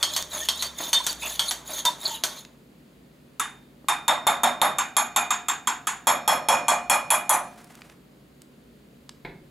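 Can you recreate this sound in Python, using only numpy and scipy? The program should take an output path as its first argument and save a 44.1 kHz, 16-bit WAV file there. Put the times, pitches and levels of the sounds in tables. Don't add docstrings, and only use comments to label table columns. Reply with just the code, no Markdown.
import sys
import numpy as np
from scipy import signal
from scipy.fft import rfft, irfft
from scipy.io import wavfile
from scipy.ndimage import uniform_filter1d, map_coordinates

SR = 44100
rng = np.random.default_rng(int(sys.argv[2]) if len(sys.argv) > 2 else 0)


def to_wav(s):
    ch = np.atleast_2d(s).T
    pcm = np.round(np.clip(ch, -1, 1) * 32767)
    wavfile.write(sys.argv[1], SR, pcm.astype(np.int16))


N = 418950
T = np.arange(30000) / SR
BLOW_S = .14

# pitch_hz, fade_s
ECHO_FADE = [(150, 0.98), (700, 0.4), (1200, 0.38), (3000, 0.32), (7000, 0.29), (14000, 0.22)]
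# pitch_hz, level_db
AIR_TONE = [(15, -50), (25, -53.5), (48, -5.5), (97, -12.5), (123, -7.5), (185, 1), (439, -8), (560, -11.5),
            (796, -20), (4610, -27.5), (5880, -36), (6560, -30.5), (8140, -33.5), (13600, -33),
            (16000, -35.5)]
# pitch_hz, level_db
HUM_NOTES = [(140.0, -61), (242.2, -61), (269.2, -68)]
# time_s, pitch_hz, level_db
DRONE_PATH = [(0, 76.5, -59), (.65, 71.24, -54.5), (.85, 63.8, -63), (1.2, 57.2, -54), (1.6, 58.1, -58.5),
              (2.401, 57.7, -69.5)]

# start_s, length_s, level_db
SWEEPS = [(0, 0.014, -41), (.345, 0.11, -34), (0.811, 0.087, -33.5), (1.246, 0.11, -35), (1.71, 0.092, -34),
          (2.045, 0.11, -36.5), (2.319, 0.091, -47.5)]
# start_s, length_s, level_db
DRAGS = [(.14, 0.074, -34), (0.593, 0.074, -38), (1.069, .045, -35), (1.47, 0.05, -36.5)]
# pitch_hz, level_db
GRIT_TONE = [(1000, -38), (1800, 3.5), (2600, -12.5), (3600, 10.5), (4400, -1.5), (5800, -6.5),
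             (6650, 11.5), (7500, -2.5), (9300, -11.5), (10600, 7.5), (11800, -14.5), (14000, 2),
             (15500, -15)]
# pitch_hz, level_db
CHURN_TONE = [(150, -24.5), (280, -7), (480, -9.5), (630, 2), (760, -5.5), (930, 0), (1300, -5),
              (1800, -9.5), (2600, -11.5), (4000, -40.5)]
# pitch_hz, level_db, fade_s
WALL_NOTES = [(2990, -12, .1), (3110, -8, .11), (3285, -2, .12), (3597, -1.5, .2), (3960, -12, .12),
              (4280, -8, .14), (4420, -9, .12), (4510, -6, .15), (5375, -13, .16), (6380, -11, .1),
              (8190, -11, .1), (10350, -19, .15)]
# start_s, level_db, ring_db (compared with the rattle)
CLINKS = [(0.028, -31, 0.5), (.164, -32.5, -8.5), (0.487, -32.5, -1), (.624, -34.5, -8), (0.931, -28, 0.5),
          (1.0663, -32, -8), (1.394, -31.5, 0), (1.51, -34.5, -12), (1.852, -29.5, -12),
          (2.2374, -30.5, -10.5)]
# pitch_hz, level_db
CLINK_TONE = [(100, -17), (450, -11.5), (620, -6.5), (950, 0), (1500, -0.5), (2700, -7.5), (3200, -7),
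              (4500, 2.5), (4900, -7.5), (6400, 4.5), (7500, -4), (9000, -5), (13500, -8), (15500, -31)]
# start_s, length_s, start_hz, end_hz, level_db, roughness (0-1)
SQUEAKS = [(.13, 0.041, 4000, 4120, -36.5, 0.6), (.135, 0.018, 5200, 4900, -42, .8),
           (.59, 0.03, 3940, 4140, -33.5, 0.5), (.64, 0.047, 4460, 4600, -39, 0.2),
           (.938, 0.056, 3605, 3605, -22, 0), (1.088, 0.023, 4570, 4600, -31, 0.13),
           (1.21, 0.075, 2490, 2810, -36.5, 0.4), (1.478, 0.0246, 4130, 4330, -30.5, 0.8),
           (1.478, .03, 10950, 10550, -32, 1), (1.854, 0.042, 3597, 3625, -22, 0),
           (2.05, 0.024, 4470, 4270, -24, 1), (2.07, 0.13, 3400, 3030, -42.5, 0.8),
           (2.36, 0.048, 4010, 4270, -49, 0.42)]
# start_s, level_db, centre_hz
TICKS = [(.225, -43.5, 4900), (1.129, -46.5, 8000), (2.45, -57.5, 3500), (3.844, -57, 450),
         (7.644, -64, 9000), (7.753, -62.5, 7000), (7.819, -56.5, 2600), (7.898, -63.5, 2200),
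         (8.419, -61.5, 7000), (9.093, -52, 3500)]
# pitch_hz, level_db
SHIFT_TONE = [(150, -7), (500, -2.5), (1000, 1), (3000, -13), (8000, -49.5)]
# start_s, length_s, start_hz, end_hz, level_db, roughness (0-1)
GULPS = [(.40, 0.048, 1680, 1915, -41.5, 0.35), (.966, 0.023, 1410, 2100, -42, 0.2),
         (1.0, 0.018, 960, 1040, -34, 0), (1.845, 0.062, 964, 998, -26.5, 0.4),
         (2.07, 0.093, 903, 914, -42, 0.47)]

# start_s, level_db, place (0-1 along the spoon), bite_db (how sharply its edge lands)
TAPS = [(3.3967, -32.5, 0, -1), (3.885, -27, 0, 3), (4.0805, -22, 0.09, -8.5), (4.268, -22.5, 0.18, 3.5),
        (4.434, -22, 0.08, -2), (4.6158, -21, 0.08, 1.5), (4.785, -29.5, .41, 4),
        (4.9667, -25.5, 0.46, 11.5), (5.162, -26, .39, 9), (5.3059, -30, 0.45, -3),
        (5.4844, -30.5, 0.47, 3), (5.6723, -29.5, .53, -4), (5.87, -31.5, 0.63, -4), (6.0705, -21, .5, 3),
        (6.2776, -19.5, 0.7, -0.5), (6.4864, -19, 0.75, -8.5), (6.6824, -21.5, 0.76, -8.5),
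        (6.8979, -21, 0.79, -1), (7.1043, -23, 0.8, 7), (7.2938, -21, 1, 3.5)]
# pitch_hz, level_db, fade_s
RING_FAMILIES = [
    [(2040, -14, .33), (2326, -9, .5), (2475, -9, .3), (2435, -4, .52), (2616, -17, .36), (2930, -16, .45)],
    [(3327, -0.5, .45), (3345, -9, .3), (4281, -10, .38), (5393, -8, .5)],
    [(3594, -9, .3), (3651, -1.5, .5), (3675, -12, .27)],
    [(6444, -13, .2), (6685, -11, .25), (6746, -5, .3), (7424, -9, .25), (7480, -7, .18)],
    [(6132, -10.5, .18), (7014, -8, .24), (7138, -15, .2), (8054, -9, .27), (8748, -18, .28),
     (9426, -17, .2), (9793, -5, .22), (10853, -9, .15)],
    [(9950, -14, .17), (10080, -8, .17), (11243, -4, .18), (12042, -19, .25), (12830, -14, .16),
     (13110, -17, .13)],
]
# level_db, loudest_place, spacing (of loud places along the spoon),
# dip_db (between them), db_per_blow_db, db_per_bite_db
FAMILY_RESPONSE = [(-3, 0.843, .47, 16, .38, 0), (-7, 0.65, 1, 8, 0.25, 0), (-2, 0.21, 1.28, 20, -0.5, 0),
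                   (-1.1, 0.5, 1.48, 14, -0.45, 0), (4, 0.99, 1.34, 24.5, -0.72, 0),
                   (-4.5, 1.03, 1.71, 9.5, 1.04, 1)]
# pitch_hz, level_db
KNOCK_TONE = [(60, -38), (240, -17.5), (495, -22), (630, -2.8), (950, -3.5), (1250, 0), (1600, -5.5),
              (2300, -9), (2900, -17), (4200, -19.5), (5600, -28), (6900, -40.5), (9000, -27),
              (14000, -42.5)]
# pitch_hz, level_db, fade_s
ROOM_NOTES = [(240, -24.5, .6), (712, -12.5, .8), (768, -15, .6), (832, -11, .42), (884, -7, .38),
              (1025, -10, .33), (1102, -14, .3), (1164, -9, .33), (1244, -12, .36)]
# pitch_hz, level_db
TAP_TONE = [(1000, -11), (2500, -2.5), (3500, -8), (5200, -20), (7000, 10), (8800, 1), (11000, 4),
            (13500, -4), (15500, -16)]

# time_s, level_db
RUSTLE_PATH = [(7.45, -59), (7.6, -52.5), (7.8, -54.5), (7.92, -56.5), (8.05, -81)]
# pitch_hz, level_db
CLOTH_TONE = [(200, -8), (800, 1.5), (2000, -2.5), (4000, -12), (10000, -12.5), (15000, -22.5)]
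# pitch_hz, level_db
BUMP_TONE = [(30, -11), (70, -3), (300, -1), (550, -3.5), (850, -5.5), (1400, -12), (2200, -3), (2800, -19),
             (4000, -15), (6000, -42)]
# pitch_hz, gain_db
STEREO_WIDTH = [(30, -8.5), (125, -8), (300, -2.5), (700, 7), (3000, 5.5), (8000, 0.5), (12000, -10.5)]

STIR_END_S, SETTLE_S = 2.36, .1


def amp(db):
    return 10 ** (np.asarray(db) / 20)


def unit(x):
    return x / np.sqrt(np.mean(abs(x) ** 2) + 1e-20)


def blow(x):
    return unit(x) * np.sqrt(BLOW_S * SR / x.shape[-1])


def look_up(points, hz):
    pitch_hz, value = np.transpose(points)
    return np.interp(np.log(hz + 1), np.log(pitch_hz + 1), value)


def add(mix, start_s, sound):
    part = mix[..., round(start_s * SR):][..., :sound.shape[-1]]
    part += sound[..., :part.shape[-1]]


def convolve(x, response):
    return signal.fftconvolve(np.atleast_2d(x), np.atleast_2d(response), axes=1)[:, :x.shape[-1]]


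def colour(x, tone, shift=1, size=2048):
    log_gain = np.log(amp(look_up(tone, abs(np.fft.fftfreq(size, 1 / SR)) / shift)))
    spectrum = np.exp(np.conj(signal.hilbert(log_gain)))
    return convolve(x, np.fft.ifft(spectrum).real[:size // 2])


def wander(size, hz):
    rolloff = 1 + (np.fft.rfftfreq(size, 1 / SR) / hz) ** 4
    return unit(irfft(rfft(rng.standard_normal(size)) / rolloff, size))


def contact(decay_s):
    return rng.choice([-1., 1.], len(T)) * np.exp(-T / decay_s)


def kitchen(echo_db, early=.91, ceiling_s=.018, side=.16):
    mid, apart = rng.standard_normal((2, len(T)))
    hz, t, spectra = signal.stft([mid + side * apart, mid - side * apart], SR, nperseg=256)
    fade = amp(-60 * t / look_up(ECHO_FADE, hz)[:, None])
    echo = signal.istft(spectra * fade, SR, nperseg=256)[1][:, :len(T)]
    echo *= np.where(T < ceiling_s, early, 1) * (T > .002)
    echo *= amp(echo_db) / np.linalg.norm(echo[0])
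    echo[:, 0] += 1
    return echo


def room_tone(air_db=-54.5, side=.4, hum_db=-3):
    t = np.arange(N) / SR
    mid, apart = unit(colour(rng.standard_normal((2, N)), AIR_TONE, size=8192))
    air = amp(air_db) * np.array([mid + side * apart, mid - side * apart])
    hum = sum(amp(db + hum_db) * np.sin(2 * np.pi * hz * t + .23 * wander(N, hz=3.2))
              for hz, db in HUM_NOTES)
    s, hz, db = np.transpose(DRONE_PATH)
    phase = 2 * np.pi * np.cumsum(np.interp(t, s, hz)) / SR
    drone = amp(np.interp(t, s, db)) * np.sin(phase + .5 * wander(N, hz=6))
    return air + np.sqrt(2) * (hum + drone)


def swell(start_s, length_s, rise_s, fall_s):
    t = np.arange(N) / SR - start_s
    return np.exp(-(np.minimum(t, 0) / rise_s) ** 2 - np.maximum(t - length_s, 0) / fall_s)


def stir_levels(glide_db=-59, swirl_db=-53.5, push_db=-4.5, drag_push_db=-13, graze_db=-15, slosh_db=-12):
    circling = swell(0, STIR_END_S, rise_s=.01, fall_s=SETTLE_S)
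    scrape, churn = amp(glide_db) * circling, amp(swirl_db) * circling
    for s, length_s, db in SWEEPS:
        scrape = np.hypot(scrape, amp(db) * swell(s, length_s, rise_s=.039, fall_s=.014))
        churn = np.hypot(churn, amp(db + push_db) * swell(s, .028, rise_s=.021, fall_s=.045))
    for s, length_s, db in DRAGS:
        drag = amp(db) * swell(s, length_s, rise_s=.036, fall_s=.009)
        scrape, churn = np.hypot(scrape, drag), np.hypot(churn, amp(drag_push_db) * drag)
    for s, db, _ in CLINKS:
        after = amp(db) * swell(s, .042, rise_s=.004, fall_s=.025)
        scrape, churn = np.hypot(scrape, amp(graze_db) * after), np.hypot(churn, amp(slosh_db) * after)
    return scrape, churn


def chirps(per_s=1100, typical_s=.011, glide=.031):
    out, end_s = np.zeros(N), STIR_END_S + SETTLE_S
    for when, pitch, length, slope, softness in rng.random((int(per_s * end_s), 5)):
        size = int(SR * typical_s * (.13 + 1.65 * length))
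        hz = (2000 + 13000 * pitch) * (1 + glide * (2 * slope - 1) * np.linspace(-1, 1, size))
        chirp = np.hanning(size) * np.sin(2 * np.pi * np.cumsum(hz) / SR)
        add(out, when * end_s, amp(-np.log(.033 + softness)) * chirp)
    return unit(out * amp(2.5 * wander(N, hz=70)))


def dipping(x, turn_s=.456, shallowest_s=.235, bend=.028):
    t = np.arange(N) / SR
    ahead_s = bend * turn_s / (2 * np.pi) * np.sin(2 * np.pi * (t - shallowest_s) / turn_s)
    return map_coordinates(np.ravel(x), [(t + ahead_s) * SR], order=5)


def stirring(grit_db=-3, chirp_db=1, wall_db=-7, slips_per_s=5000):
    scraping, churning = stir_levels()
    slips = rng.choice([-1., 1.], N) * (rng.random(N) < slips_per_s / SR)
    slips *= amp(3 * np.minimum(rng.exponential(1, N), 4))
    slips *= amp(3.6 * wander(N, hz=45))
    wall = sum(amp(db - 60 * T / fade_s) * np.sin(2 * np.pi * hz * T) for hz, db, fade_s in WALL_NOTES)
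    singing = unit(colour(chirps(), GRIT_TONE)) * np.sqrt((STIR_END_S + SETTLE_S) * SR / N)
    grit = dipping(unit(colour(slips, GRIT_TONE)) + amp(chirp_db) * singing)
    grit = grit + amp(wall_db) * unit(convolve(slips, wall))
    lumps = rng.standard_normal(N) * amp(2.2 * wander(N, hz=58.4))
    milk = unit(colour(lumps, CHURN_TONE))
    return convolve(amp(grit_db) * scraping * grit + churning * milk, kitchen(echo_db=-8))


def ringing(notes, room, touch_db=2, touch_s=.035):
    touching = 1 + amp(touch_db) * np.exp(-T / touch_s)
    tones = []
    for hz, db, fade_s in notes:
        tone = np.exp(2j * np.pi * hz * T) * amp(-60 * T / fade_s) * touching
        tones.append((hz, amp(db) * blow(convolve(tone, room))))
    return tones


def strike(tones, detune_hz, spread_db=2, buzz=0, buzz_width=.02, buzz_s=.052):
    out = 0
    for hz, tone in tones:
        turns = rng.random() + detune_hz * rng.normal() * T
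        jitter = rng.standard_normal(600) + 1j * rng.standard_normal(600)
        chatter = np.interp(T * 2 * buzz_width * hz, np.arange(len(jitter)), jitter) * np.exp(-T / buzz_s)
        note = tone * np.exp(2j * np.pi * turns) * (1 + buzz * chatter)
        out = out + amp(spread_db * rng.normal()) * note.real
    return np.sqrt(2) * out


def clinks():
    out, room = np.zeros((2, N)), kitchen(echo_db=-6.5)
    wall = ringing(WALL_NOTES, room, touch_db=4)
    for s, db, ring_db in CLINKS:
        hit = contact(decay_s=.014) + 2.2 * contact(decay_s=.00082)
        rattle = blow(convolve(colour(hit, CLINK_TONE), room))
        ring = strike(wall, detune_hz=10, buzz=.42, buzz_width=.006)
        add(out, s, amp(db) * (rattle + amp(ring_db) * ring))
    return out


def glides(rows, flutter_hz, overtone_db):
    out = np.zeros(N)
    for s, length_s, start_hz, end_hz, db, rough in rows:
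        size = int(length_s * SR)
        phase = 2 * np.pi * np.cumsum(np.linspace(start_hz, end_hz, size)) / SR
        flutter = 1 - rough + rough * (wander(size, flutter_hz) + 1j * wander(size, flutter_hz))
        tone = (flutter * (np.exp(1j * phase) + amp(overtone_db) * np.exp(2j * phase))).real
        add(out, s, amp(db) * unit(tone * signal.windows.tukey(size, .6)))
    return convolve(out, kitchen(echo_db=-15))


def squeaks():
    return glides(SQUEAKS, flutter_hz=330, overtone_db=-27)


def spoon_ticks():
    out = np.zeros((2, N))
    for s, db, hz in TICKS:
        tick = colour(contact(decay_s=.0018), SHIFT_TONE, hz / 1000)
        add(out, s, amp(db) * blow(convolve(tick, kitchen(echo_db=-13))))
    return out


def gulps():
    return glides(GULPS, flutter_hz=50, overtone_db=-25)


def family_levels(hard_db, place, bite_db):
    db, loudest_place, spacing, dip_db, by_blow, by_bite = np.transpose(FAMILY_RESPONSE)
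    miss = np.sin(np.pi * (place - loudest_place) / spacing) ** 2
    return db - dip_db * miss + by_blow * hard_db + by_bite * bite_db


def clonk(hz, decay_s):
    return np.sin(2 * np.pi * hz * T) * T * np.exp(-T / decay_s)


def rebounds(knock_hz, gap_s=.018, loss_db=4, count=3):
    out = np.zeros(len(T))
    for k, (late, pitch, strength) in enumerate(rng.standard_normal((count, 3))):
        start_s = gap_s * (k + 1) * (1 + .1014 * np.clip(late, -2, 2))
        bounce = clonk(knock_hz * (.893 + .08 * pitch), decay_s=.0022)
        add(out, start_s, amp(2 * strength - loss_db * k) * bounce)
    return blow(out)


def rim_taps(knock_db=-3, ring_db=-4, boom_db=-4, tick_db=-32, clonk_db=-29, rebound_db=-6):
    out, room = np.zeros((2, N)), kitchen(echo_db=-7.5)
    families = [ringing(notes, room) for notes in RING_FAMILIES]
    room_notes = ringing(ROOM_NOTES, kitchen(echo_db=-26), touch_db=-7.5)
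    for s, db, place, bite_db in TAPS:
        hard_db, force_db = db + 25, db + 18.5
        knock_hz = 1035 * 2 ** (-.044 * hard_db)
        rocking = 1 - np.exp(-T / (.0038 * amp(.9 * force_db)))
        knock = blow(colour(kitchen(echo_db=20, early=.94) * rocking, KNOCK_TONE, knock_hz / 1000))
        tick = blow(convolve(colour(contact(decay_s=.01), TAP_TONE), room))
        ring = sum(amp(level_db) * strike(tones, detune_hz=6.5, buzz=.78, buzz_width=.016, buzz_s=.061)
                   for level_db, tones in zip(family_levels(hard_db, place, bite_db), families))
        boom = amp(boom_db + .32 * force_db) * strike(room_notes, detune_hz=.42, spread_db=3.5)
        body = amp(knock_db) * knock + boom + amp(rebound_db) * rebounds(knock_hz)
        attack = amp(clonk_db) * blow(clonk(knock_hz, decay_s=.003)) + amp(tick_db) * tick
        attack *= amp(.56 * force_db)
        add(out, s, amp(db) * (body + amp(ring_db) * ring) + attack)
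    return out


def rustle():
    s, db = np.transpose(RUSTLE_PATH)
    cloth = colour(rng.standard_normal(N) * amp(3 * wander(N, hz=48)), CLOTH_TONE)
    return unit(cloth) * amp(np.interp(np.arange(N) / SR, s, db, left=-120, right=-120))


def counter_bump(start_s=9.249, level_db=-41.5):
    out = np.zeros((2, N))
    thud = colour(contact(decay_s=.011), BUMP_TONE)
    add(out, start_s, amp(level_db) * blow(convolve(thud, kitchen(echo_db=-2))))
    return out


def scene(low_cut_hz=70):
    jug = rim_taps() + clinks() + stirring() + squeaks() + gulps()
    jug = signal.sosfilt(signal.butter(2, low_cut_hz, "highpass", fs=SR, output="sos"), jug)
    nearby = jug + spoon_ticks() + counter_bump() + rustle()
    left, right = nearby * amp([[-.25], [.25]]) + room_tone()
    side = colour((left - right) / 2, STEREO_WIDTH)
    return (left + right) / 2 + np.array([[1], [-1]]) * side


def record(dry, limit_db=-15, recovery_db_per_s=170, squeeze=.91, peak=.62, top_hz=15900):
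    power_db = 10 * np.log10(abs(uniform_filter1d((dry ** 2).mean(0), size=160)) + 1e-12)
    recovery_db = np.arange(N) / SR * recovery_db_per_s
    recent_peak_db = np.maximum.accumulate(power_db + recovery_db) - recovery_db
    over_db = np.maximum(recent_peak_db - limit_db, 0)
    held = dry / amp(squeeze * uniform_filter1d(over_db, size=60))
    held = peak * np.tanh(held / peak)
    treble_cut = signal.firwin(255, top_hz, window=("kaiser", 9), fs=SR)
    return signal.oaconvolve(held, treble_cut[None], "same")


dry = scene()
out = record(dry)
to_wav(out)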